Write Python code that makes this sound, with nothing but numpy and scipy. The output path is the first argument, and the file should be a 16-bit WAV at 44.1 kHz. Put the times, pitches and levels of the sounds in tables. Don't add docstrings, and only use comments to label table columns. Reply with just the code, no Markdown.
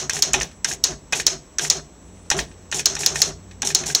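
import sys
import numpy as np
from scipy import signal
from scipy.fft import rfft, irfft
from scipy.io import wavfile
from scipy.ndimage import uniform_filter1d

SR = 44100
rng = np.random.default_rng(int(sys.argv[2]) if len(sys.argv) > 2 else 0)


def makeup_ratio(level_db):
    decades = np.asarray(level_db, float) / 20
    return 10 ** decades


def digitize_waveform(pressure):
    field = np.atleast_2d(pressure).T
    bounded = np.clip(field, -1, 1)
    quanta = np.round(bounded * 32767).astype(np.int16)
    wavfile.write(sys.argv[1], SR, quanta)


N = 176400

# frequency in Hz, level in dB per Hz.
RUMBLE_SPECTRUM = [(30, -15.5), (60, 0), (114, -19), (183, -9), (240, -11.5), (436, -16), (1210, -27),
                   (1500, -61)]
# frequency in Hz, level in dB per Hz.
HISS_SPECTRUM = [(590, -13), (1000, 1.5), (4760, -7.5), (6020, 1), (7350, -8), (7970, -8), (8550, -19),
                 (15700, -27), (15900, -45.5)]
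# frequency in Hz, level in dB, flutter in dB.
COIL_WHINE = [(7732, -57.5, .5), (15466, -87, 2.5), (15735, -85, 2.5)]
# time in seconds, level in dB.
HUM_LEVEL = [
    (0, -49.5),
    (1.948, -68),
    (2.05, -50.5),
    (3.0, -49),
    (3.55, -45),
    (3.8, -51),
    (4, -59),
]
# start in seconds, length in seconds, top in Hz, fall in Hz, level in dB.
BIRD_WHISTLES = [
    (.46, 0.11, 10400, 1300, -73),
    (0.554, 0.034, 9100, 200, -66),
    (1.996, 0.13, 9650, 1300, -70),
    (2.122, 0.044, 9220, 97.4, -65),
    (2.137, 0.19, 8950, 460, -62),
    (2.396, .17, 9040, 1130, -63),
]
RUMBLE_DB, HISS_DB, HUM_HZ = -47, -56, 88.7
ROOM_T60_S, ROOM_WET_DB, WALL_CUT_HZ = .3, -24, 7000

# start in seconds, level in dB.
LINKAGE_SCRAPES = [
    (0.413, -33),
    (2.39, -34),
]

# motor start in seconds, level in dB.
CARRIAGE_STEPS = [(0.017, -41.5), (0.266, -40.5), (0.352, -35), (0.886, -39.5), (1.313, -41.5),
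                  (1.747, -41), (2.34, -33), (2.901, -41.5), (3.106, -40.5), (3.267, -40), (3.8, -40)]
# frequency in Hz, level in dB, delay in seconds, attack in seconds, hold in seconds, T60 in seconds.
FRAME_MODES = [(383.6, 3, 0.0018, 0.0009, 0.027, 0.15), (717, -3.5, 0.00087, 0.0017, 0.032, 0.028),
               (649, -3.5, 0, 0.0022, 0.029, 0.27), (147, -1, 0.00022, 0.012, 0.027, 0.38),
               (56.4, -3, 0.011, 0.031, 0.043, 0.092)]

# start in seconds, length in seconds, level in dB.
WHEEL_TURNS = [(-.02, 0.019, -32), (0.127, 0.073, -28), (0.672, 0.075, -29), (1.149, 0.065, -25.5),
               (1.608, 0.071, -25.5), (2.37, 0.028, -30), (2.739, 0.07, -25.5), (2.987, 0.091, -27.5),
               (3.143, 0.15, -31), (3.648, 0.066, -24.5), (3.858, 0.069, -26.5)]
# start in seconds, level in dB.
TOOTH_CATCHES = [(0.1333, -19.5), (0.1486, -27), (0.156, -19), (0.166, -23), (0.1775, -24), (0.19, -19),
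                 (0.686, -20), (0.6923, -18.5), (0.7016, -23), (0.7156, -20.0), (0.727, -22.0),
                 (0.735, -22.5), (1.1544, -37), (1.1668, -33), (1.1754, -36), (1.19, -27.5), (1.2017, -22),
                 (1.21, -28), (1.617, -29), (1.6313, -28), (1.6421, -22), (1.655, -27), (1.664, -33),
                 (1.6743, -25.0), (2.748, -23.5), (2.7607, -28), (2.7715, -23), (2.7845, -21),
                 (2.794, -16.5), (2.801, -19), (2.9946, -28), (3.005, -18.5), (3.0099, -19.0), (3.021, -20),
                 (3.03, -31), (3.045, -26), (3.157, -21), (3.167, -26), (3.179, -28), (3.19, -22.0),
                 (3.2023, -17.5), (3.6488, -18.5), (3.6722, -15.5), (3.6876, -23), (3.6946, -25),
                 (3.7015, -26), (3.862, -27), (3.8791, -24), (3.8894, -23.5), (3.9035, -28), (3.9228, -32)]
# frequency in Hz, level in dB per Hz.
WHIR_SPECTRUM = [(730, -0.5), (1150, -15.5), (4400, -7.5), (5400, 0.5), (6800, 2), (8500, -7), (12000, -20),
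                 (15500, -29), (16600, -48)]

# start in seconds, peak in dB.
KEY_TICKS = [(0.0044, -41), (0.095, -7), (0.3325, -4), (0.4, -17.5), (0.418, -15), (0.43, -16),
             (0.6447, -5.5), (1.1232, -14.5), (1.584, -8), (2.3013, -3.5), (2.3655, -21), (2.3981, -17.5),
             (2.7144, -17), (2.9512, -14.5), (3.6194, -10)]
# frequency in Hz, level in dB per Hz.
TICK_SPECTRUM = [(410, -68), (700, -32), (1770, -5), (3240, -10.5), (3800, -12), (4580, -4), (5960, 7),
                 (14500, -33), (16500, -89)]
# start in seconds, peak in dB, darkness in dB per octave, desk level in dB.
KEY_PRESSES = [
    (0.106, -16.5, -8, -15),
    (0.3399, -4, -10, 0.5),
    (0.6513, -15, 17, -6.5),
    (1.1300, -7, -15, -8),
    (1.5933, -13.5, 16, -21),
    (2.3127, -6.5, 14, 2),
    (2.7244, -12.5, 7, -8),
    (2.9646, -17, 5, -2),
    (3.6282, -14.5, 1, 2),
]
# start in seconds, peak in dB, darkness in dB per octave.
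KEY_RETURNS = [(.0953, -16, 8), (0.1666, -15.5, -18), (0.4102, -10, -14), (0.513, -40, -2),
               (.6462, -15.5, 10), (0.7118, -20, 7), (1.1245, -11.5, 3), (1.1985, -14.5, 8),
               (1.5848, -23, 17), (1.648, -19, 10), (2.3892, -10.5, -4), (2.513, -39.5, 0),
               (2.794, -16, -10), (3.0335, -17.5, -13), (3.1568, -13.5, -3), (3.511, -36.5, 0),
               (3.703, -17.5, -1), (3.836, -22.5, -2), (3.9, -19, 7)]
# frequency in Hz, level in dB per Hz.
PRESS_SPECTRUM = [(180, -24), (300, -4), (1660, -2), (3650, 3.5), (4610, -5), (5930, 6), (12400, -31),
                  (14900, -26), (16500, -51)]
# frequency in Hz, level in dB per Hz.
RETURN_SPECTRUM = [(400, -15), (1300, -17.5), (1700, -3.5), (2600, -7), (4600, -7), (6000, -3.5),
                   (12000, -35.5), (16500, -32)]
# frequency in Hz, level in dB, T60 in seconds.
KEY_BODY_MODES = [(1620, 2, 0.038), (1825, 3.5, 0.034), (2505, 5, 0.041), (3040, -13.5, 0.01)]
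# frequency in Hz, level in dB, T60 in seconds.
DESK_BODY_MODES = [(141, -20, 0.21), (826, -4, 0.077), (917, -11, 0.085), (252.5, -11.5, 0.16)]

# start in seconds, peak in dB.
HAMMER_BLOWS = [(.2224, 0), (.8386, 0), (1.2656, 0), (1.6995, 0), (2.8569, 0), (3.0611, -1), (3.2173, 0),
                (3.7477, 0), (3.9486, -1)]
# start in seconds, peak in dB.
BLOW_BEFORE_START = (-0.035, 1)
# delay in seconds, level in dB, hold in seconds.
HAMMER_REBOUNDS = [
    (-.004, -23, 0.0076),
    (.0042, -18, .001),
    (.0062, -7, 0.0018),
    (.009, -5, 0.0011),
    (.012, -5, .001),
    (0.016, -10, .001),
]
# delay in seconds, level in dB, hold in seconds, frequency in Hz.
ARM_PINGS = [(.0008, -12, 0.00079, 3900), (.0032, -13, .0009, 6500), (.0052, -11, .0004, 4400),
             (.006, -9.5, 0.00086, 6800), (.0079, -13.5, .001, 6100), (.011, -15.5, .0008, 6700),
             (.012, -20.5, .001, 4100), (0.018, -24, .001, 4100)]
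# frequency in Hz, level in dB per Hz.
CRACK_SPECTRUM = [(500, -50), (2650, -6), (4000, 5.5), (5120, 4.5), (6560, 0), (10500, -5.5), (15500, -32),
                  (16800, -74)]
# frequency in Hz, level in dB per Hz.
RATTLE_SPECTRUM = [(300, -10.5), (2100, -12.5), (4300, -8), (6340, 1), (7500, -9.5), (10500, -30),
                   (16000, -40), (16800, -75)]
# frequency in Hz, level in dB, T60 in seconds.
HAMMER_ARM_MODES = [(4240, -2.5, 0.12), (5100, -2, 0.12), (6080, -7, 0.095), (6600, 3, .12),
                    (6620, -2.5, 0.12)]
BLOW_ATTACK_S, BLOW_HOLD_S, BLOW_T60_S = .0012, .0017, .0025
BLOW_HZ, BLOW_SAG_HZ_PER_S = 6500, 5.8e5
RATTLE_DB, RATTLE_SAG_T60_S, RATTLE_HOLD_S, RATTLE_T60_S = -20.5, 0.36, 0.061, 0.27

NOTCH_HZ, NOTCH_WIDTH_HZ, NOTCH_DEPTH = 4830, 340, .97
OVERLOAD_TOP, OVERLOAD_KNEE, CUT_HZ = .61, 8, 16300


def rms_one(x):
    return x / np.sqrt(np.mean(x ** 2) + 1e-20)


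def wander(width):
    return uniform_filter1d(rng.standard_normal(N), size=width)


def colour(x, spectrum, size=4096):
    hz, db = np.transpose(spectrum)
    f = np.maximum(np.arange(size // 2 + 1) * SR / size, 10)
    level_db = np.interp(np.log(f), np.log(hz), db)
    level_db = level_db - 36 * np.maximum(np.log2(hz[0] / f), 0)
    ceps = irfft(level_db * np.log(10) / 20)
    ceps[1:size // 2] *= 2
    ceps[size // 2 + 1:] = 0
    h = irfft(np.exp(rfft(ceps)))
    return signal.fftconvolve(x, h / np.sqrt(np.sum(h ** 2)))[:N]


def shape(s, db, attack_s, hold_s, t60_s, sag_t60_s=99.):
    power = np.zeros(N)
    for start, level_db, stay in np.broadcast(s, db, hold_s):
        end = start + attack_s + stay + 2 * t60_s
        i = np.arange(max(int(start * SR), 0), min(int(end * SR), N))
        t = i / SR - start
        fall_db = -60 * (t / sag_t60_s + np.maximum(t - attack_s - stay, 0) / t60_s)
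        power[i] += (np.clip(t / attack_s, 0, 1) * makeup_ratio(level_db + fall_db)) ** 2
    return np.sqrt(power)


def grit(lumpy_db, lump_s):
    knots = rng.standard_normal(4000)
    place = np.arange(N) / SR / lump_s % 3999
    lumps_db = lumpy_db * np.interp(place, np.arange(4000), knots)
    return rms_one(rng.standard_normal(N) * makeup_ratio(lumps_db))


def ring(x, modes, shorten):
    out = 0
    for k, (hz, db, t60_s) in enumerate(modes):
        r = makeup_ratio(-60 / (min(t60_s, .2) * shorten * SR))
        w = 2 * np.pi * hz / SR
        mode = signal.lfilter([0, np.sin(w)], [1, -2 * r * np.cos(w), r * r], x + 1e-18)
        out = out + (-1) ** k * makeup_ratio(db) * mode
    return out


def struck(s, db, dark_db, modes):
    vary = rng.standard_normal((len(s), len(modes), 2))
    out = 0
    for k, mode in enumerate(modes):
        clicks = np.zeros(N)
        level_db = db + dark_db * np.log2(2100 / mode[0])
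        second_s = s + .0024 + .0005 * vary[:, k, 1]
        clicks[(s * SR).astype(int) + 20] = makeup_ratio(level_db + 1.7 * vary[:, k, 0])
        clicks[(second_s * SR).astype(int)] = makeup_ratio(level_db - 2)
        soft = signal.lfilter([.25], [1, -.75], clicks)
        out = out + ring(soft, [mode], 1)
    return out


def clacks(events, spectrum, modes, modes_db):
    s, db, dark_db = np.transpose(events)[:3]
    contact = shape(s, db, 0.00062, 0.00084, 0.034)
    settling = shape(s, db - 13.5, 0.0085, 0.012, 0.17)
    knock = (contact + settling) * grit(2.8, 0.001)
    return makeup_ratio(-7) * colour(knock, spectrum) + struck(s, db + modes_db, dark_db, modes)


def hum_and_whine():
    t = np.arange(N) / SR
    s, db = np.transpose(HUM_LEVEL)
    phase = 2 * np.pi * np.cumsum(HUM_HZ + 200 * wander(2000)) / SR
    out = np.sqrt(2) * makeup_ratio(np.interp(t, s, db)) * (np.sin(phase) + makeup_ratio(-4.5) * np.sin(2 * phase))
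    for hz, db, flutter_db in COIL_WHINE:
        level = makeup_ratio(db + flutter_db * rms_one(wander(1500)))
        out += np.sqrt(2) * level * np.sin(2 * np.pi * hz * t)
    return out


def bird():
    t = np.arange(N) / SR
    out = np.zeros(N)
    for s, length_s, top_hz, fall_hz, db in BIRD_WHISTLES:
        u = np.clip((t - s) / length_s, 0, 1)
        pitch_hz = top_hz - fall_hz * (2 * u - 1) ** 2 + 400 * wander(200)
        swell = np.sqrt(np.sin(np.pi * u) + 1e-12) * (u < 1)
        flutter = np.abs(1 + 10 * wander(400))
        out += makeup_ratio(db) * swell * flutter * np.sin(2 * np.pi * np.cumsum(pitch_hz) / SR)
    return out


def background():
    rumble = makeup_ratio(RUMBLE_DB) * colour(grit(0.17, 0.15), [*RUMBLE_SPECTRUM, (3000, -70)])
    hiss = makeup_ratio(HISS_DB) * colour(grit(1, .02), HISS_SPECTRUM)
    return rumble + hiss + hum_and_whine() + bird()


def room(x):
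    t = np.arange(SR // 2) / SR
    tail = rng.standard_normal(len(t)) * makeup_ratio(-60 * t / ROOM_T60_S) * (t > .004)
    tail = signal.sosfilt(signal.butter(2, WALL_CUT_HZ, fs=SR, output="sos"), tail)
    return signal.fftconvolve(x, tail / np.sqrt(np.sum(tail ** 2)))[:N]


def linkage():
    s, db = np.transpose(LINKAGE_SCRAPES)
    scrape = shape(s, db, 0.0036, 0.021, 0.14) * grit(4.0, .003)
    return colour(scrape, [(150, 2), (260, -0.5), (900, -3), (1500, -20), (3000, -31)])


def carriage():
    s, db = np.transpose(CARRIAGE_STEPS)
    t = np.arange(N) / SR
    out = 0
    for hz, level_db, lag_s, attack_s, hold_s, t60_s in FRAME_MODES:
        waver = np.cumsum(wander(400)) * hz * 1.307 / SR
        level = shape(s + lag_s, db + level_db, attack_s, hold_s, t60_s)
        out = out + np.sqrt(2) * level * np.sin(2 * np.pi * (hz * t + waver))
    grind = shape(s, db - 0.5, 0.011, 0.039, 0.072) * grit(0.83, 0.0041)
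    return out + colour(grind, [(200, 16.0), (700, 4.0), (1500, 8), (3000, -7), (8000, -72.0)])


def wheel():
    s, length_s, db = np.transpose(WHEEL_TURNS)
    turning = shape(s, db - 5, 0.0019, length_s, 0.045) + shape(s, db - 5.0, 0.0096, length_s / 3, 0.12)
    catch_s, catch_db = np.transpose(TOOTH_CATCHES)
    catches = shape(catch_s, catch_db - 3.5, 0.00027, 0.001, 0.026)
    whir = np.hypot(turning * makeup_ratio(-1.0), catches) * grit(2.2, 0.00098)
    drive = shape(s - .006, db, 0.0048, length_s / 2, 0.56) * rng.standard_normal(N)
    buzz = ring(drive, [(404.6, 3.5, 0.12), (148, -1, 0.32)], 0.49)
    return colour(whir, WHIR_SPECTRUM) + makeup_ratio(-36.5) * buzz


def keys():
    s, db = np.transpose(KEY_TICKS)
    tick = shape(s, db, 0.00095, 0.00058, 0.02) + shape(s, db - 22.0, 0.0014, 0.0022, 0.17)
    tick = tick * grit(0.65, 0.00091)
    s, db, _, desk_db = np.transpose(KEY_PRESSES)
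    desk = struck(s + 0.00292, db + desk_db - 13.5, 0, DESK_BODY_MODES)
    desk = uniform_filter1d(desk, size=12)
    presses = clacks(KEY_PRESSES, PRESS_SPECTRUM, KEY_BODY_MODES, modes_db=-15)
    returns = clacks(KEY_RETURNS, RETURN_SPECTRUM, KEY_BODY_MODES, modes_db=-12.5)
    return makeup_ratio(-4.5) * colour(tick, TICK_SPECTRUM) + presses + returns + desk


def hammer():
    s, db = np.transpose([BLOW_BEFORE_START, *HAMMER_BLOWS])
    t = np.arange(N) / SR
    since_s = t - s[np.searchsorted(s, t) - 1]
    blow = shape(s, db, BLOW_ATTACK_S, BLOW_HOLD_S, BLOW_T60_S)
    ping = blow * np.sin(2 * np.pi * since_s * (BLOW_HZ - BLOW_SAG_HZ_PER_S * since_s / 2))
    for lag_s, loss_db, hold_s, hz in ARM_PINGS:
        vary = rng.standard_normal((len(s), 2))
        start_s = s + lag_s + 0.0001 * vary[:, 0]
        level = shape(start_s, db + loss_db + 1.9 * vary[:, 1], 0.0004, hold_s, 0.0037)
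        ping += level * np.sin(2 * np.pi * hz * since_s)
    crack = shape(s, db, BLOW_ATTACK_S, .0012, .005) * rng.choice([-1, 1], N)
    hits = [shape(s + lag_s, db + loss_db, 0.0013, hold_s, 0.0025)
            for lag_s, loss_db, hold_s in HAMMER_REBOUNDS]
    rebounds = np.sqrt(np.sum(np.square(hits), axis=0)) * rng.standard_normal(N)
    rattle = shape(s, db + RATTLE_DB, 0.012, RATTLE_HOLD_S, RATTLE_T60_S, RATTLE_SAG_T60_S)
    rattle = rattle * grit(1.6, 0.003)
    arm = makeup_ratio(-37.5) * ring(rattle, HAMMER_ARM_MODES, 1)
    loose = colour(rattle + makeup_ratio(-14) * rebounds, RATTLE_SPECTRUM)
    return makeup_ratio(2) * ping + makeup_ratio(-4) * colour(crack, CRACK_SPECTRUM) + loose + arm


def scene():
    machine = linkage() + carriage() + wheel() + keys() + hammer()
    return (background() + machine + makeup_ratio(ROOM_WET_DB) * room(machine))[None]


def roll_off(x):
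    return signal.sosfilt(signal.butter(12, 17020, fs=SR, output="sos"), x)


def record(dry):
    b, a = signal.iirpeak(NOTCH_HZ, NOTCH_HZ / NOTCH_WIDTH_HZ, fs=SR)
    x = dry - NOTCH_DEPTH * signal.lfilter(b, a, dry)
    x = x / (1 + np.abs(x / OVERLOAD_TOP) ** OVERLOAD_KNEE) ** (1 / OVERLOAD_KNEE)
    x = signal.sosfilt(signal.cheby2(10, 50, CUT_HZ + 700, fs=SR, output="sos"), x)
    return roll_off(x)


dry = scene()
out = record(dry)
digitize_waveform(out)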